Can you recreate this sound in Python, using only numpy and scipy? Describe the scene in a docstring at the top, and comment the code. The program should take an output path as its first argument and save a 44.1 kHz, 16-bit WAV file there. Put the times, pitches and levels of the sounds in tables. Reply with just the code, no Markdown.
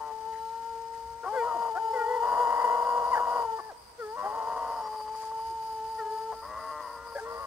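"""Hounds bay some way off in a grassy valley whose wooded slopes return a faint echo.
One howl is already under way. After a second, barks and yelps open long overlapping bays, which break
into a hoarse rasp and drop in pitch as the breath runs out. After a short lull, at 4 s, come a hoarse cry
and a long howl; thinner cries follow from 6 s to the end. All along, an insect scrapes its wings nearby
in even pulses, and now and then a small bird chirps and the grass stirs."""
import sys
import numpy as np
from scipy import signal
from scipy.fft import rfft, irfft
from scipy.io import wavfile
from scipy.ndimage import uniform_filter1d

SR = 44100
rng = np.random.default_rng(int(sys.argv[2]) if len(sys.argv) > 2 else 0)


def unload_audio(sound):
    """Save the sound as a 16-bit wav file, at the path given as the first command line argument."""
    columns = np.transpose(np.atleast_2d(sound))
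    # keep every value between -1 and 1, then stretch to whole-number steps
    steps = np.round(np.clip(columns, -1, 1) * 32767)
    wavfile.write(sys.argv[1], SR, steps.astype(np.int16))


N = 328986
T = np.arange(N) / SR
FREQS = np.fft.rfftfreq(N, 1 / SR)


# The long calls: (name, throat, kind of opening, start [s], end [s], opening pitch swing [Hz],
#   opening accent [dB], time the voice stays pinched [s], closing length [s], closing fall [share of
#   pitch], closing accent [dB], closing rasp over tone [dB], clear-voice rasp over tone [dB])
CALLS = [ ("first howl", "deep", "moan", -.5, 1.28, 0, 0, .01, 0.0506, .24, 4.4, -2, -34),
         ("main bay", "deep", "bark", 1.246, 3.612, -85, -1, .01, .0305, .25, -2, -2, -27),
         ("first yelp", "deep", "yelp", 1.32, 1.485, 0, 0, 0.39, 0.015, .07, -3, -1, -25),
         ("second bay", "deep", "bark", 1.738, 3.735, -105, 10.6, .01, .052, 0.604, 3, -18, -25),
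         ("second cry", "shrill", "yelp", 1.926, 3.08, 22.9, .44, 0.26, .02, .08, -3, -3, -17),
         ("hoarse cry", "shrill", "yelp", 3.983, 4.9, 62, 0, 0.14, .01, .04, 0, 0, -29),
         ("long howl", "deep", "moan", 4.224, 6.348, -62, 6.5, .01, 0.033, .13, 0, 3, -28.5),
         ("thin cry", "shrill", "yelp", 5.975, 7.6, 48.1, 5.3, 0.31, .01, .04, 0, 0, -23),
         ("rising cry", "shrill", "moan", 6.412, 7.11, 0, 0, .01, .01, .04, 0, 0, -17),
         ("gruff cry", "shrill", "moan", 7.24, 7.6, 0, 1, .01, .01, .04, 0, 0, -7),
         ("last howl", "deep", "yelp", 7.195, 7.42, -12, 0, 0.34, .03, .12, -3, -10, -13.5), ]
# The tone carries little below its lowest note or above its top resonance: (frequency [Hz], gain [dB])
TONE_FILTER = [(150, -10), (330, -10), (430, 0.5), (1900, 0.5), (2250, -0.5), (2700, -14)]
def hound(throat):
    """All calls of the "deep" or "shrill" hound: a clear tone, plus pulses that ring in its throat."""
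    tone, pulses = sum(howl(call) for call in CALLS if call[1] == throat)
    pulses = pulses + rattles(throat)
    if throat == "shrill":
        pulses = pulses + voice_cracks()
    return equalise(tone, TONE_FILTER) + throat_rasp(pulses, throat)


# Harmonics 1-6 (whole multiples of the pitch) of an open bark, a round howl, a pinched yelp: (level [dB])
BARK_DB = [-14, 1, -9.5, -11, -23, -38]
HOWL_DB = [-9.5, 2.5, -22.5, -32.5, -75, -30]
YELP_DB = [2, -15, -15, -17, -33, -46]
# The mouth shifts, and its resonance lifts or drops the harmonic that lies in it:
# (call, time [s], half length [s], resonance [Hz], lift [dB])
MOUTH_SHIFTS = [("first howl", 0.53, 0.4, 1330, 3.8), ("first yelp", 1.365, .035, 1520, 7.6),
                ("first yelp", 1.408, .035, 2350, 23.7), ("second cry", 2.018, 0.025, 1400, 15),
                ("second cry", 2.02, 0.023, 2340, 14), ("second cry", 2.13, 0.15, 1980, 7.9),
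                ("second cry", 2.64, 0.16, 1980, 16), ("main bay", 3.47, 0.078, 1400, 9.3),
                ("second bay", 3.62, 0.11, 1780, 21), ("hoarse cry", 4.025, 0.031, 1380, 13),
                ("long howl", 5.4, .5, 440, -3), ("thin cry", 6.003, 0.027, 1380, 12.3),
                ("thin cry", 5.995, .02, 1850, 7.9), ("thin cry", 6.754, 0.49, 1380, 19.6),
                ("thin cry", 7.28, 0.23, 1400, 10)]
# How uneven the rasp's slaps are, by throat: (slow wander [gaps], jitter [gaps], strength spread [0-1])
SLAP_UNEVENNESS = {"deep": (0.051, 0.031, 0.26), "shrill": (.03, .012, 0.16)}
def howl(call, quaver_hz=8.6, crest_s=2.29, mouth_width_hz=290, cycles_per_slap=2.5, edge_s=.0099):
    """One call as two rows: a tone, and a rasp of uneven slaps, one every second or third cycle."""
    name, throat, _, start, end, *_ = call
    sounding = gate(max(start, edge_s / 2), min(end, T[-1] - edge_s / 2), edge_s)
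    on = sounding > 0
    t, tone, out = T[on], 0, np.zeros((2, N))
    pitch, tone_db, rasp_db, voice = call_shape(call, t)
    hoarse = 1 / (1 + from_db(tone_db - rasp_db))   # the rasp's share also shakes pitch and level
    waver = .004 * drift(35, t)
    quaver = .026 * np.cos(2 * np.pi * quaver_hz * (t - crest_s))
    shake = quaver + .012 * drift(130, t) + .012 * drift(14, t)
    cycles = np.cumsum(pitch * (1 + waver + hoarse * shake)) / SR
    for k, levels_db in enumerate(zip(BARK_DB, HOWL_DB, YELP_DB), 1):
        flicker_db = 1.5 * (drift(45, t) + drift(7, t)) * (k > 2)   # high harmonics are less steady
        if k == 1:   # the lowest one sways, and weakens as the voice gets hoarse
            flicker_db = 1.5 * drift(9, t) - .5 * hoarse
        lift_db = sum(db * bump(t, s, length) * bump(k * pitch, hz, mouth_width_hz)
                      for who, s, length, hz, db in MOUTH_SHIFTS if who == name)
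        strength = np.interp(voice, [-1, 0, 1], from_db(levels_db))
        tone = tone + strength * from_db(flicker_db + lift_db) * np.cos(2 * np.pi * k * cycles)
    out[0, on] = tone * from_db(tone_db + .7 * drift(18, t) + 3.5 * hoarse * drift(110, t))
    wander, jitter, spread = SLAP_UNEVENNESS[throat]
    slaps = cycles / cycles_per_slap
    slaps = slaps + .13 * np.cos(np.pi * slaps)   # short and long gaps take turns
    slaps = slaps + wander * drift(40, t) + jitter * drift(170, t)
    out[1, on] = fold_clicks(slaps, spread) * from_db(rasp_db)
    return sounding * out


# Ways to open a call: (time of widest swing [s], half length [s], open muzzle [0-1], rasp over tone [dB])
OPENINGS = {"bark": (.004, .045, .85, -4), "moan": (.02, .032, .5, -8), "yelp": (.012, .03, 0, -25)}
# The held part of each call: (time [s], pitch [Hz], effort [dB])
HELD_NOTES = { "first howl": [(0, 446.6, -37.5), (.18, 437, -39.5), (.28, 446.7, -37.5), (.65, 456.5, -38),
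              (1.0, 457, -40), (1.17, 458, -42), (1.22, 457.4, -44.5)], "main bay": [(1.28, 444.3, -35),
              (1.35, 441, -33), (1.4, 449, -33), (1.44, 456.1, -31.5), (1.7, 444.1, -34),
              (1.85, 449.8, -32), (2.21, 457.4, -31.5), (2.4, 463.6, -27.5), (2.85, 463.4, -29.5),
              (3.36, 467.1, -29), (3.45, 455.8, -34), (3.56, 442.7, -35)],
              "first yelp": [(1.325, 489.4, -38), (1.35, 516.4, -35.5), (1.38, 496, -29.5),
              (1.405, 470, -34.5), (1.435, 451, -35), (1.47, 483, -36)], "second bay": [(1.79, 440, -42.5),
              (1.85, 431.1, -42), (2.05, 433, -34.5), (2.28, 444, -36), (2.48, 432, -41),
              (2.74, 434.1, -37.5), (2.87, 456.2, -39), (3.42, 465, -36.5), (3.53, 458, -40.5),
              (3.62, 438, -45)], "second cry": [(1.95, 483.8, -31), (1.985, 478.2, -31), (2.05, 459, -34),
              (2.11, 497, -32.5), (2.16, 493.4, -29.5), (2.2, 474, -34), (2.27, 472, -37),
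              (2.65, 476.9, -35), (2.75, 480.2, -38), (2.82, 501, -37.5), (3.02, 500, -39),
              (3.07, 480, -46)], "hoarse cry": [(4.0, 425, -38), (4.066, 422.5, -38), (4.12, 438.3, -36),
              (4.165, 478, -36.5), (4.24, 502, -36.5), (4.33, 470, -41.5), (4.62, 467.8, -43),
              (4.89, 451, -47.5)], "long howl": [(4.28, 426.4, -36), (4.45, 433, -36), (4.6, 446, -32.5),
              (4.75, 435.8, -36.5), (5.03, 431.3, -37.5), (5.26, 443.4, -35.5), (5.47, 450.8, -35),
              (5.7, 444.7, -36.5), (6.22, 441.8, -35), (6.32, 449.2, -36)], "thin cry": [(6.04, 417, -42),
              (6.2, 441.6, -40.5), (6.39, 447, -42.5), (6.47, 449, -54), (6.6, 452, -55),
              (6.85, 457.3, -50), (7.04, 468, -46.5), (7.2, 457, -45), (7.33, 464, -48), (7.46, 461, -49)],
              "rising cry": [(6.42, 444.8, -41), (6.47, 472, -40.5), (6.52, 503, -37.5),
              (6.575, 514, -38.5), (6.62, 526.4, -46), (6.69, 531, -46), (6.76, 506, -58), (6.83, 485, -41),
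              (6.9, 475, -42), (6.96, 453, -44), (7.1, 447, -48.5)], "gruff cry": [(7.25, 470, -43),
              (7.35, 514, -41.5), (7.46, 531, -41.5)], "last howl": [(7.21, 451.7, -43.5),
              (7.28, 463.7, -43), (7.35, 470, -40), (7.4, 468, -45)], }
# Spells when the voice breaks into a rasp: (call, start [s], end [s], rasp over tone [dB])
HOARSE_SPELLS = [("first howl", -.1, 0.291, -21), ("first yelp", 1.32, 1.365, -4.5),
                 ("main bay", 1.413, 1.7, -7.5), ("main bay", 2.222, 3.42, -5.5),
                 ("second cry", 2.24, 3.1, -3), ("second bay", 2.4, 3.1, -8), ("second bay", 3.1, 3.45, 1),
                 ("hoarse cry", 4.168, 4.9, 4), ("long howl", 4.225, 4.275, -5),
                 ("long howl", 4.325, 4.815, -4), ("rising cry", 6.415, 7.11, 0),
                 ("gruff cry", 7.245, 7.6, 5.4)]
# How pinched each call stays while held: (pinch [0 round howl, 1 yelp])
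HELD_PINCH = {"first howl": 0.12, "main bay": 0.082, "first yelp": .07, "second bay": .14, "second cry": .2,
              "hoarse cry": .2, "long howl": 0.018, "thin cry": 0.38, "rising cry": .12, "gruff cry": 0.33,
              "last howl": .07}
def call_shape(call, t, break_db=-12, jump_hz=21, jump_db=2.16, attack_s=.016):
    """How a call opens, holds and closes: pitch, tone level, rasp level, voice (-1 bark, 0 howl, 1 yelp)."""
    name, _, kind, start, end, swing_hz, accent_db, pinch_s = call[:8]
    close_s, close_fall, close_db, close_rasp_db, clear_rasp_db = call[8:]
    swing_at, swing_s, muzzle, opening_rasp_db = OPENINGS[kind]
    times, held_hz, effort_db = np.transpose(HELD_NOTES[name])
    age = t - start
    opening = bump(age, swing_at, swing_s)
    closing = np.clip(1 + (t - end) / close_s, 0, 1)
    slack = np.minimum(3 * closing, 1)
    spells = sum(from_db(db) * gate(a, b, edge=.016, t=t)
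                 for who, a, b, db in HOARSE_SPELLS if who == name)
    # Once the rasp passes break_db, the voice jumps up and gets louder.
    broken = spells ** 2 / (spells ** 2 + from_db(break_db) ** 2)
    pitch = np.interp(t, times, held_hz) + swing_hz * opening + jump_hz * broken
    pitch = pitch * (1 - close_fall * closing ** 2)
    onset_db = accent_db * bump(age, .034, .018) - 13 * np.maximum(1 - age / attack_s, 0)
    ending_db = close_db * slack - 11.5 * closing ** 3   # the voice fades as its pitch drops
    level_db = np.interp(t, times, effort_db) + jump_db * broken + onset_db + ending_db
    rasp = from_db(clear_rasp_db) + from_db(opening_rasp_db) * opening + from_db(close_rasp_db) * slack
    rasp = np.maximum(spells, rasp)
    tone_db = level_db - 10 * np.log10(1 + rasp ** 2)   # tone and rasp share the effort
    pinch = np.maximum(HELD_PINCH[name] * (1 - broken / 2), np.exp(-(age / pinch_s) ** 4))
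    gape = np.clip(muzzle * (opening + slack), 0, 1)
    return pitch, tone_db, tone_db + 20 * np.log10(rasp), pinch * (1 - gape) - gape


# Throat and open muzzle of each hound when hoarse: (frequency [Hz], relative level [dB])
THROATS = { "deep": [(100, -46), (185, -33), (250, -20), (300, -28.5), (345, -29.5), (460, -4), (560, -10),
           (675, 2), (810, -7.5), (960, -1), (1120, 1), (1260, -12.5), (1450, -15.5), (1700, -25.5),
           (1950, -19), (2300, -49)], "shrill": [(100, -41.5), (260, -18), (360, -27.5), (470, -10.5),
           (610, -2), (790, -20.5), (950, -2), (1080, 2), (1200, -0.5), (1280, -15), (1380, -12),
           (1600, -21.5), (1970, -13), (2270, -46), (4000, -50)], }
# The high part of the rasp: (frequency [Hz], gain [dB])
TREBLE_BAND = [(1300, -30), (1700, 0.5)]
# How that part rises and falls: (time [s], gain [dB])
TREBLE_LEVEL = [(0, 1), (1.5, -2), (2.3, -0.5), (2.45, 0), (2.62, 3.5), (2.78, -4), (2.95, -7), (3.35, -2),
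                (4.25, -3), (4.8, -2.5), (5.3, -1), (6.45, -1), (6.7, 1), (6.92, 2), (7.4, -2)]
def throat_rasp(pulses, throat):
    """Each pulse rings in the throat and muzzle; the rasp grows brighter and duller over time."""
    rasp = colour(pulses, THROATS[throat])
    return rasp + equalise(rasp, TREBLE_BAND) * (from_db(at_time(TREBLE_LEVEL)) - 1)


# Rattles: (throat, start [s], end [s], first rate [1/s], last rate [1/s], limp [gaps], level [dB])
RATTLES = [("deep", 0, .12, 151, 148, 0, -45), ("shrill", 6.585, 6.715, 180, 184, .09, -40.5),
           ("shrill", 6.71, 6.815, 151.5, 150.5, 0, -40.5)]
def rattles(throat):
    """The vocal folds lock into a slow, regular rattle; a limp makes its gaps short and long in turn."""
    out = 0
    for who, start, end, first_rate, last_rate, limp, db in RATTLES:
        if who == throat:
            cycles = np.cumsum(np.interp(T, [start, end], [first_rate, last_rate])) / SR
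            clicks = fold_clicks(cycles + limp * np.cos(np.pi * cycles), uneven=.036)
            out = out + from_db(db) * gate(start, end, edge=.013) * clicks
    return out


# Cracks in the shrill voice: (start [s], end [s], level [dB])
CRACKS = [(4.83, 4.882, -44), (4.915, 4.963, -45), (4.98, 5.017, -46), (5.06, 5.097, -47),
          (5.135, 5.156, -45), (5.225, 5.239, -43.5), (5.305, 5.32, -50), (5.385, 5.405, -50),
          (7.066, 7.08, -48.5), (7.118, 7.13, -43.5)]
def voice_cracks(clicks_per_s=215):
    """The voice cracks for a moment into ragged clicks."""
    cracking = sum(from_db(db) * gate(start, end, edge=.0086) for start, end, db in CRACKS)
    return cracking * fold_clicks(T * clicks_per_s + .169 * drift(150), uneven=.57)


def fold_clicks(cycles, uneven):
    """The vocal folds snap shut: one click per cycle, each with its own strength."""
    at = np.flatnonzero(np.diff(np.floor(cycles)) > 0)
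    clicks = np.zeros(len(cycles))
    clicks[at] = 1 + uneven * (rng.exponential(size=8192)[:len(at)] - 1)
    return rms_one(clicks)


# Short yips and barks: (start [s], end [s], first pitch [Hz], last pitch [Hz], first mouth resonance [Hz],
#   last mouth resonance [Hz], chest tone against that resonance [dB], roughness [0-1], level [dB])
YIPS = [ (.325, .4, 468, 449, 1750, 1850, -16, .9, -60), (.932, .975, 489, 440, 1950, 1750, -16, 0.55, -62),
        (1.228, 1.261, 476, 446, 1450, 1350, 1, 0.34, -39),
        (1.254, 1.296, 362.4, 398, 1100, 1190, -18.5, 0.3, -34.5),
        (1.466, 1.54, 652, 567, 1330, 1170, -5, .15, -40.5),
        (1.543, 1.574, 362.6, 334, 720, 680, -24, 0.3, -34.5),
        (1.56, 1.619, 299, 160, 300, 150, 0, .5, -59), (1.75, 1.79, 334, 392, 1330, 1530, -21, .2, -38),
        (3.108, 3.152, 1055, 916, 1550, 1900, 6, .1, -26.5),
        (3.148, 3.191, 899.6, 832, 1740, 1590, 9, .35, -31.5),
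        (3.146, 3.213, 546, 387, 1640, 1160, -9, .5, -38.5),
        (3.583, 3.61, 405.4, 335, 1230, 1020, -12, .15, -38.5),
        (5.495, 5.536, 390, 361.7, 400, 350, 0, .4, -55), (7.15, 7.18, 590, 547, 1750, 1797, 10, 0.66, -32),
        (7.172, 7.205, 808, 784, 1620, 1600, 0, .5, -38), ]
def yip(row, mouth_width_hz=380, edge_s=.011):
    """Sliding harmonics pass through a moving mouth; roughness shakes them and adds tones in between."""
    start, end, first_hz, last_hz, mouth_from_hz, mouth_to_hz, chest_db, rough, db = row
    on = (T > start) & (T < end)
    t, tone, out = T[on], 0, np.zeros(N)
    along = (t - start) / (end - start)
    pitch = first_hz + (last_hz - first_hz) * along ** 1.61   # slides ever faster
    mouth_hz = mouth_from_hz + (mouth_to_hz - mouth_from_hz) * along
    cycles = np.cumsum(pitch * (1 + rough * .073 * drift(500, t))) / SR
    for k in range(1, 7):
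        gain = 1 / (1 + (2 * (k * pitch - mouth_hz) / mouth_width_hz) ** 2) ** 1.33
        growl = 1 + rough * .64 * drift(150, t) * np.cos(np.pi * cycles)   # at half the pitch
        tone = tone + (gain * growl + from_db(chest_db) * (k == 1)) * np.cos(2 * np.pi * k * cycles)
    envelope = np.sin(np.pi / 2 * np.minimum(np.minimum(t - start, end - t) / edge_s, 1))
    shimmer = from_db(rough * 5 * drift(250, t))
    out[on] = from_db(db) * envelope * rms_one(tone * shimmer)
    return out


# Where the pack is: (time [s], left over right [dB])
BEARING = [(0, 7), (1.85, 5), (2.8, 5), (4.0, 4.5), (4.9, 2), (5.88, 0), (6.13, 3), (7.46, 4.5)]
# How much of that left-right contrast is kept: (frequency [Hz], gain [dB])
SHADE = [(450, -7), (900, 1)]
# How late the sound reaches the left side: (time [s], delay [s])
LEFT_DELAY = [(0, 0), (2.7, 0.00012), (3.3, 0.00011), (4.2, 0.00011), (4.7, 0.000042), (6.9, 0),
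              (7.3, 0.00012)]
def direction(x):
    """Sound from one side reaches left and right at unequal times and, mostly in the treble, levels."""
    left, right = x * pan(at_time(BEARING))
    mid = (left + right) / 2
    side = equalise((left - right) / 2, SHADE)
    late_left = np.interp(T - at_time(LEFT_DELAY), T, mid + side)
    return np.array([late_left, mid - side])


def valley_echo(x, bush_db=-17, bush_fade_s=.12, slope_db=-23, slope_fade_s=2.6, slope_delay_s=.16):
    """Nearby bushes scatter the calls; the far slopes send back a long, faint wash."""
    t = T[:2 * SR]
    near, far = rng.standard_normal((2, 2, len(t)))
    near = near * from_db(-60 * t / bush_fade_s) * (t > .004)
    far = far * from_db(-60 * t / slope_fade_s) * (t > slope_delay_s)
    response = (from_db(bush_db) * rms_one(near) + from_db(slope_db) * rms_one(far)) / np.sqrt(len(t))
    return signal.fftconvolve(x[None], response, axes=1)[:, :N]


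# Runs of even wing strokes: (first stroke [s], end [s], time between strokes [s], level [dB])
INSECT_RUNS = [(.2, .8, 0.23, -69), (1.05, 2.2, 0.3, -66), (2.352, 3.5, .254, -57),
               (3.629, 4.62, 0.2244, -61), (4.736, 7.5, 0.24, -57)]
# Where the wings ring: (frequency [Hz], width [Hz], relative level [dB])
WINGS = [(4830, 430, 1), (9740, 780, -7.5), (14050, 900, -13)]
def near_insect(stroke_s=.18, teeth_per_s=113):
    """An insect scrapes its wings in pulses; tiny teeth make each stroke buzz."""
    strokes = sum(from_db(db) * gate(s - stroke_s / 2, s + stroke_s / 2, edge=.065)
                  for first, end, period, db in INSECT_RUNS for s in np.arange(first, end, period))
    teeth = 1 + .38 * np.sin(2 * np.pi * teeth_per_s * T + 1.6 * drift(40))
    return strokes * resonate(rng.standard_normal((2, N)) * teeth, WINGS) * pan(db=6)


# The far insects' high bands: (frequency [Hz], width [Hz], relative level [dB])
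TRILL = [(8130, 140, -0.5), (8330, 340, 0.5)]
def far_insects(level_db=-67):
    """Other insects trill steadily far away."""
    return from_db(level_db) * resonate(rng.standard_normal((2, N)), TRILL)


# Chirps: (start [s], end [s], first pitch [Hz], last pitch [Hz], level [dB])
CHIRPS = [(.33, 0.598, 3950, 4120, -69), (.8, 0.992, 5030, 4960, -67), (1.85, 2.0, 4945, 5600, -60.5),
          (4.74, 4.871, 5120, 5530, -59.5), (4.8, 5.146, 4780, 4740, -58)]
def bird(flutter_db=3):
    """A small bird whistles thin, gliding notes with a quiver."""
    out, quiver = 0, 1 + .007 * drift(220)
    for start, end, first_hz, last_hz, db in CHIRPS:
        hz = np.interp(T, [start, end], [first_hz, last_hz]) * quiver
        out = out + from_db(db) * gate(start, end, edge=.05) * np.sin(2 * np.pi * np.cumsum(hz) / SR)
    return out * from_db(flutter_db * drift(70))


# The low rumble and the soft rush of air over the field: (frequency [Hz], relative level [dB])
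AIR_RUMBLE = [(18, -34), (30, -22), (42, -8), (60, 5.5), (85, -4.5), (120, -7), (170, -26), (400, -50),
              (2000, -72)]
AIR_RUSH = [(25, -33), (120, -9.5), (300, -13.5), (900, -6.5), (2000, -14.5), (3000, -26), (6000, -35)]
def air(rumble_db=-63.5, rush_db=-60, puff_at_s=1.12, puff_db=13):
    """Moving air rumbles, with one puff, under a steady rush."""
    swell_db = 2.5 * drift(8) + puff_db * bump(T, puff_at_s, .074)
    rumble = from_db(rumble_db + swell_db) * stereo_noise(AIR_RUMBLE)
    return (rumble + from_db(rush_db) * stereo_noise(AIR_RUSH)) * pan(db=-1.1)


# Moments when the grass stirs: (time [s], half length [s], level [dB])
BRUSHES = [(0.367, 0.044, -64), (.95, .025, -62), (3.144, 0.042, -58), (5.221, 0.08, -56.5),
           (7.204, 0.043, -57)]
# The sound of the stalks: (frequency [Hz], relative level [dB])
STALK_COLOUR = [(600, -24), (1600, 9), (3000, -4.5), (6500, 2), (10000, -4), (15000, -26)]
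def grass(flicker_db=3):
    """Stalks brush together close by in short rustles."""
    brushing = sum(from_db(db) * bump(T, s, length) for s, length, db in BRUSHES)
    return brushing * from_db(flicker_db * drift(300)) * stereo_noise(STALK_COLOUR) * pan(db=1)


# A fine hiss: (frequency [Hz], relative level [dB])
HISS_COLOUR = [(1000, 6.5), (2500, 1.5), (3800, 0.5), (4700, 5.5), (6000, 3), (7500, -3.5), (9000, -8),
               (11000, -4), (13000, -10.5), (15500, -8)]
def hiss(dogs, rest_db=-62, swell_db=-57, follow=.41):
    """A hiss that swells with the loudness of the calls."""
    power = uniform_filter1d(rms_one(dogs) ** 2, size=SR // 20)
    loudness = np.sqrt(np.abs(power) + 1e-12)
    swell = from_db(swell_db) * (loudness / loudness.mean()) ** follow
    flicker = from_db(1.26 * drift(200))
    return np.hypot(from_db(rest_db), swell) * flicker * stereo_noise(HISS_COLOUR) * pan(db=.5)


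# How alike the background is on the left and right: (frequency [Hz], likeness [0-1])
LIKENESS = [(30, 0.51), (130, 0.8), (500, 0.54), (2000, 0.083), (5000, 0), (15000, 0)]
def stereo_noise(spectrum):
    """Shaped noise whose two sides are more alike in the bass than in the treble."""
    alike = np.clip(at_hz(LIKENESS), -1, 1)
    mid, side = rfft(rng.standard_normal((2, N)))
    noise = irfft(np.sqrt(1 + alike) * mid + np.sqrt(1 - alike) * side * [[1], [-1]], N)
    return rms_one(colour(noise, spectrum))


def colour(x, spectrum):
    """Filter by a (frequency [Hz], level [dB]) table so each click rings after it strikes (minimum phase)."""
    cepstrum = irfft(np.log(rms_one(from_db(at_hz(spectrum)))), N)
    cepstrum[1:N // 2] *= 2
    cepstrum[N // 2 + 1:] = 0
    return irfft(rfft(x) * np.exp(rfft(cepstrum)), N)


def equalise(x, gains):
    """Turn each frequency up or down by a (frequency [Hz], gain [dB]) table."""
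    return irfft(rfft(x) * from_db(at_hz(gains)), N)


def resonate(x, modes):
    """Let a sound ring in several narrow bands at once; the result has strength 1."""
    gain = sum(from_db(db) / (1 + 2j * (FREQS - hz) / width) ** 2 for hz, width, db in modes)
    return rms_one(irfft(rfft(x) * gain, N))


def at_hz(points):
    """Read a table at every frequency, along a log axis."""
    hz, value = np.transpose(points)
    return np.interp(np.log(FREQS + 1), np.log(hz), value)


def at_time(points):
    """Read a table at every moment."""
    return np.interp(T, *np.transpose(points))


def drift(rate, t=T):
    """A random wander of typical size 1 that turns about rate times a second."""
    knots = rng.standard_normal(4096)
    return np.interp(t * rate, np.arange(len(knots)), knots) / np.sqrt(2 / 3)


def gate(start, end, edge, t=T):
    """One between start and end, with soft edges."""
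    return np.clip(np.minimum(t - start, end - t) / edge + .5, 0, 1)


def bump(t, middle, width):
    """A smooth hill of height 1."""
    return np.exp(-((t - middle) / width) ** 2)


def pan(db):
    """Left and right gains, with the left louder by db."""
    return from_db(np.array([[.5], [-.5]]) * db)


def from_db(db):
    """Turn decibels into a gain."""
    return 10 ** (np.asarray(db) / 20)


def rms_one(x):
    """Scale to an average strength (rms) of 1."""
    return x / np.sqrt(np.mean(x ** 2) + 1e-20)


def scene():
    """The pack in its valley, with the small life of the field."""
    dogs = hound("deep") + hound("shrill") + sum(yip(row) for row in YIPS)
    pack = direction(dogs) + valley_echo(dogs)
    return pack + near_insect() + far_insects() + bird() + air() + grass() + hiss(dogs)


def record(dry, sheen_db=(-34.5, -39.5, -44, -45.5), mirror_hz=3891, cutoff_hz=15750):
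    """Add a faint metallic sheen, the sound mirrored about multiples of one frequency; cut the very top."""
    sheen = sum(from_db(db) * 2 * np.cos(2 * np.pi * k * mirror_hz * T)
                for k, db in enumerate(sheen_db, 1))
    return irfft(rfft(dry * (1 + sheen)) / (1 + (FREQS / cutoff_hz) ** 400), N)


dry = scene()
out = record(dry)
unload_audio(out)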